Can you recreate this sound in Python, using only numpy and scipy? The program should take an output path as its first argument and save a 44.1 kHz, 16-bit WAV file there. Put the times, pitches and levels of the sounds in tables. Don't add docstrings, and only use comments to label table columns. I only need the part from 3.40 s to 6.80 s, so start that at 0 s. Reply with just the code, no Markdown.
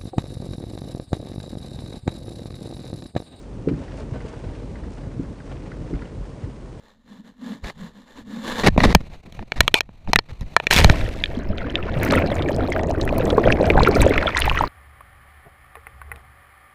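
import sys
import numpy as np
from scipy import signal
from scipy.fft import rfft, irfft
from scipy.io import wavfile

SR = 44100
rng = np.random.default_rng(int(sys.argv[2]) if len(sys.argv) > 2 else 0)


def master(y):
    cut = np.clip(np.atleast_2d(y).T, -1, 1)
    pcm = np.round(cut * 32767)
    wavfile.write(sys.argv[1], SR, pcm.astype(np.int16))


N = 149940
T = np.arange(N) / SR


def amp(db):
    return 10 ** (np.asarray(db) / 20)


def unit(x):
    return x / np.sqrt(np.mean(x ** 2) + 1e-20)


def level(points):
    return amp(np.interp(T, *np.transpose(points)))


def add(mix, start_s, sound):
    at = round(start_s * SR)
    sound = sound[max(-at, 0):]
    part = mix[max(at, 0):][:len(sound)]
    part += sound[:len(part)]


def colour(x, spectrum):
    hz, db = np.transpose(spectrum)
    log_hz = np.log(np.fft.rfftfreq(N, 1 / SR) + 1)
    gain = amp(np.interp(log_hz, np.log(hz), db))
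    return irfft(rfft(x) * unit(gain), N)


def wander(rate_hz):
    hz = np.fft.rfftfreq(N, 1 / SR)
    lowpass = np.exp(-(hz / rate_hz) ** 2) * (hz > 0)
    return unit(irfft(rfft(rng.standard_normal(N)) * lowpass, N))


def swell(length_s):
    t = np.arange(0, length_s, 1 / SR)
    return t, np.sin(np.pi * (t / length_s) ** 0.6)


# (frequency [Hz], relative level [dB])
RUMBLE_SPECTRUM = [(25, -50), (45, -3.5), (70, 0), (105, -2), (135, -2.5), (175, -5), (230, -7),
                   (285, -7.5), (440, -14), (560, -19), (700, -26), (1200, -43), (3000, -75)]
# (time [s], level [dB])
DECK_ROUGHNESS = [(0, -39), (.14, -37), (.33, -33.5), (.41, -35), (.47, -36.5), (.54, -35.5), (.64, -35),
                  (.87, -34.5), (.95, -36.5), (1.08, -34), (1.19, -37.5), (1.32, -33), (1.41, -38.5),
                  (1.48, -34.5), (1.54, -37), (1.86, -33.5), (1.98, -41), (2.12, -33), (2.29, -38.5),
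                  (2.42, -31), (2.49, -37.5), (2.56, -33), (2.63, -38), (2.73, -38), (2.81, -36),
                  (2.96, -39), (3.06, -32.5), (3.14, -40.5), (3.24, -38.5), (3.4, -41)]

def rumble(jolt_db=1.8):
    jolts = amp(jolt_db * wander(rate_hz=23.7))
    return unit(colour(rng.standard_normal(N), RUMBLE_SPECTRUM)) * jolts * level(DECK_ROUGHNESS)


def boom(centre_hz=43.8, width_hz=10.8, relative_db=-3.5, evenness=0.41):
    hz = np.fft.fftfreq(N, 1 / SR)
    band = np.exp(-((hz - centre_hz) / width_hz) ** 2)
    sway = np.fft.ifft(np.fft.fft(rng.standard_normal(N)) * band)
    compression = (.5 + unit(abs(sway)) ** 2) ** (evenness / 2)
    return amp(relative_db) * unit(sway.real / compression)


# (time [s], relative level [dB], treble cutoff [Hz])
PLANK_KNOCKS = [(0.255, -26.5, 332), (0.2711, -10.5, 505), (.289, -26, 513), (0.3103, -11.5, 346),
                (.327, -14, 348), (.374, -24, 347), (.846, -26.5, 480), (1.463, -28.5, 305),
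                (1.793, -15, 358), (2.406, -28.5, 330), (2.505, -23.5, 420), (2.528, -16, 376),
                (3.07, -30, 390)]
# (frequency [Hz], relative level [dB], t60 [s])
PLANK_MODES = [(165.6, -9.5, 0.22), (190.6, -14.5, 0.075), (273.6, -4.5, 0.1), (335.4, -3.5, 0.04),
               (401, -11, 0.066), (431, -8, 0.087), (493, -19, 0.13), (530, -18, 0.1)]

def knocks():
    out, t = np.zeros(N), np.arange(SR // 4) / SR
    ring = sum(amp(db - 60 * t / t60) * np.cos(2 * np.pi * hz * t) for hz, db, t60 in PLANK_MODES)
    for start, db, cutoff_hz in PLANK_KNOCKS:
        add(out, start, amp(db) * muffle(ring, cutoff_hz))
    return out


def muffle(blow, cutoff_hz, lag_hz=440, lag_width_hz=190, order=9):
    radius = np.exp(-np.pi * lag_width_hz / SR)
    poles = np.array([1, -2 * radius * np.cos(2 * np.pi * lag_hz / SR), radius ** 2])
    smeared = signal.lfilter(poles[::-1], poles, blow)
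    return signal.sosfilt(signal.butter(order, cutoff_hz, fs=SR, output="sos"), smeared)


# (time [s], relative level [dB], pitch [Hz])
JOINT_THUDS = [(0.32, -21, 139), (0.332, -25, 118), (0.718, -19.5, 108), (1.061, -22.5, 85),
               (1.306, -25.5, 104), (1.667, -24.5, 94.5), (1.81, -38, 48.3), (2.54, -22, 49.2),
               (2.553, -24, 116), (2.789, -26, 50), (3.035, -20.5, 95)]

def thuds(rise_s=0.0046, t60_cycles=7.3):
    out, t = np.zeros(N), np.arange(SR // 3) / SR
    onset = 1 - np.exp(-(t / rise_s) ** 2)
    for start, db, hz in JOINT_THUDS:
        decay = amp(db - 60 * t * hz / t60_cycles)
        add(out, start, 2 * onset * decay * np.sin(2 * np.pi * hz * t))
    return out


# (time [s], relative level [dB])
BOARD_RAPS = [(.4165, -31.5), (0.744, -29), (0.7571, -25.5), (.934, -32), (1.038, -31.5), (2.117, -45),
              (2.443, -39)]
# (frequency [Hz], relative level [dB], t60 [s])
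RAP_MODES = [(468, -4, .08), (508, -6, 0.082), (621, -7.5, 0.079), (862, -10, 0.029), (1510, -16.5, 0.1)]

def raps(rise_s=0.00093):
    out, t = np.zeros(N), np.arange(SR // 5) / SR
    onset = 1 - np.exp(-t / rise_s)
    ring = sum(amp(db - 60 * t / t60) * np.sin(2 * np.pi * hz * t) for hz, db, t60 in RAP_MODES)
    for start, db in BOARD_RAPS:
        add(out, start, amp(db) * onset * ring)
    return out


# (time [s], relative level [dB])
BOARD_CLACKS = [(.2855, -30.5), (0.337, -43), (.3703, -44), (0.427, -46), (.479, -35.5), (0.804, -34.5),
                (.937, -43), (1.086, -45), (1.356, -34.5), (1.436, -36.5), (1.571, -47), (1.634, -40.5),
                (1.848, -42), (1.929, -46), (2.002, -37), (2.094, -41), (2.316, -33), (2.476, -42.5),
                (2.537, -34.5), (2.592, -47), (2.62, -33), (2.716, -48), (3.037, -45.5), (3.197, -47)]
# (frequency [Hz], relative level [dB])
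CLACK_SPECTRUM = [(400, -32), (1100, 3), (1500, 6.5), (1900, 6), (2400, -10), (3200, -19), (4900, -8),
                  (6000, -26), (10000, -39)]
# (frequency [Hz], relative level [dB], t60 [s])
CLACK_RING = [(1434, -10, 0.036), (1706, -11, 0.029), (1964, -5, 0.037), (2810, -17, 0.018)]

def clacks(rise_s=0.0008, decay_s=0.0062, echo_db=-16, echo_s=0.038,
           rasp_db=-8, ring_db=-2.0, detune=0.027):
    envelope, rings, t = np.zeros(N), np.zeros(N), np.arange(SR // 5) / SR
    decay = np.exp(-t / decay_s) + amp(echo_db) * np.exp(-t / echo_s)
    for start, db in BOARD_CLACKS:
        onset = amp(db) * (1 - np.exp(-t / rise_s))
        add(envelope, start, onset * decay)
        for hz, mode_db, t60 in CLACK_RING:
            pitch = hz * (1 + detune * rng.standard_normal())
            add(rings, start, onset * amp(mode_db - 60 * t / t60) * np.sin(2 * np.pi * pitch * t))
    rasp = colour(envelope * rng.standard_normal(N), CLACK_SPECTRUM)
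    return amp(rasp_db) * rasp + amp(ring_db) * rings


# (time [s], relative level [dB])
TIMBER_CRACKS = [(.2865, -36.5), (0.296, -41.5), (.574, -40.5), (.811, -43), (0.883, -43.5), (1.149, -44),
                 (1.984, -45.5), (2.067, -49), (2.124, -43.5), (2.167, -44), (2.221, -46), (2.315, -50),
                 (2.591, -43.5), (2.621, -50), (2.654, -41)]
# (frequency [Hz], relative level [dB])
CRACK_SPECTRUM = [(1200, -5), (2700, 3.5), (3600, -9.5), (4600, -12), (5500, -27), (10000, -30)]

def cracks(rise_s=0.00099, decay_s=0.0041):
    envelope, t = np.zeros(N), np.arange(SR // 10) / SR
    snap = (1 - np.exp(-t / rise_s)) * np.exp(-t / decay_s)
    for start, db in TIMBER_CRACKS:
        add(envelope, start, amp(db) * snap)
    return colour(envelope * rng.standard_normal(N), CRACK_SPECTRUM)


# (time [s], length [s], level [dB])
GRIT_CRUNCHES = [(0.283, 0.02, -38), (0.519, 0.0086, -42), (0.597, 0.041, -43.5), (0.73, 0.062, -42.5),
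                 (0.845, 0.064, -45), (0.92, 0.04, -46), (1.036, 0.027, -46), (1.09, 0.035, -48.5),
                 (1.569, 0.031, -44.5), (2.105, 0.031, -40), (2.257, 0.02, -42), (2.55, 0.02, -47)]
# (frequency [Hz], relative level [dB])
CRUNCH_SPECTRUM = [(250, -4.5), (600, 7.5), (1000, 1), (1600, -4), (2800, -8.5), (4200, -16.5), (6000, -24),
                   (10000, -34)]

def crunches(grain_db=3):
    envelope = np.zeros(N)
    for start, length, db in GRIT_CRUNCHES:
        add(envelope, start, amp(db) * swell(length)[1])
    grains = unit(rng.standard_normal(N) * amp(grain_db * wander(rate_hz=440)))
    return colour(envelope * grains, CRUNCH_SPECTRUM)


# (frequency [Hz], relative level [dB])
TREAD_SPECTRUM = [(150, -29.5), (330, -2.5), (460, 7), (620, 3), (720, -4.5), (850, -1), (1300, -9),
                  (1900, -11), (2800, -15), (4000, -20), (6000, -22.5), (10000, -33)]
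# (time [s], level [dB])
TREAD_CURVE = [(0, -51.5), (.2, -49.5), (.4, -44), (.6, -44.5), (.7, -47), (.77, -44.5), (1.05, -45.5),
               (1.3, -47.5), (1.6, -47.5), (1.9, -49.5), (2.14, -46.5), (2.4, -47.5), (2.62, -46.5),
               (2.84, -47.5), (2.97, -48.5), (3.05, -46.5), (3.25, -51.5), (3.4, -47)]

def treads(stones_per_s=800, spread_db=3.5, grain_s=0.0032, grit_share=0.51):
    hits = rng.random(N) < stones_per_s / SR
    stones = hits * amp(spread_db * np.minimum(rng.exponential(1, N), 4))
    envelope = signal.lfilter([1], [1, -np.exp(-1 / (grain_s * SR))], stones)
    grains = unit(envelope * rng.standard_normal(N))
    rasp = np.sqrt(grit_share) * grains + np.sqrt(1 - grit_share) * rng.standard_normal(N)
    return unit(colour(rasp, TREAD_SPECTRUM)) * level(TREAD_CURVE)


# (frequency [Hz], level relative to the rumble [dB])
ENGINE_TONES = [(133, -11.5), (272, -20.5)]

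def engine(drift=0.01105, waver_db=3.5):
    phase_per_hz = 2 * np.pi * np.cumsum(1 + drift * wander(rate_hz=2.59)) / SR
    return sum(amp(db) * unit(np.sin(hz * phase_per_hz) * amp(waver_db * wander(rate_hz=13)))
               for hz, db in ENGINE_TONES)


# (frequency [Hz], relative level [dB])
HISS_SPECTRUM = [(300, 5.5), (1000, 1.5), (2000, -12), (4000, -14), (5600, -17.5), (7500, -17.5),
                 (9000, -19), (10200, -27)]
# (time [s], length [s], level [dB], buzz depth [ratio])
HIGH_SWISHES = [(-.02, .08, -58, 1.3), (0.519, 0.012, -61, .2), (0.554, 0.08, -56.5, 0.9),
                (0.857, 0.026, -58, 0.2), (.881, 0.022, -54.5, 0), (1.488, 0.11, -59.5, 1.2),
                (2.022, 0.15, -66, 1.2)]
# (frequency [Hz], relative level [dB])
SWISH_SPECTRUM = [(2000, -36), (4500, 3.5), (5800, 2), (8000, -2), (10000, -9)]

def hiss(hiss_db=-52, flicker_db=0.5, buzz_hz=66):
    envelope = np.zeros(N)
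    for start, length, db, depth in HIGH_SWISHES:
        t, shape = swell(length)
        buzz = (1 + depth * np.sin(2 * np.pi * buzz_hz * t)) / np.sqrt(1 + depth ** 2)
        add(envelope, start, amp(db) * shape * buzz)
    gain = amp(hiss_db + flicker_db * wander(rate_hz=7.8))
    steady = gain * colour(rng.standard_normal(N), HISS_SPECTRUM)
    return steady + colour(envelope * rng.standard_normal(N), SWISH_SPECTRUM)


def scene():
    tyres = rumble() + treads()
    cabin = (boom() + engine()) * level(DECK_ROUGHNESS)
    bridge = knocks() + thuds() + raps() + clacks() + cracks()
    return (tyres + cabin + bridge + crunches() + hiss())[None]


def record(dry, cutoff_hz=10200):
    taps = signal.firwin(1023, cutoff_hz, window=("kaiser", 9), fs=SR)
    return signal.oaconvolve(dry, taps[None], "same")


dry = scene()
out = record(dry)
master(out)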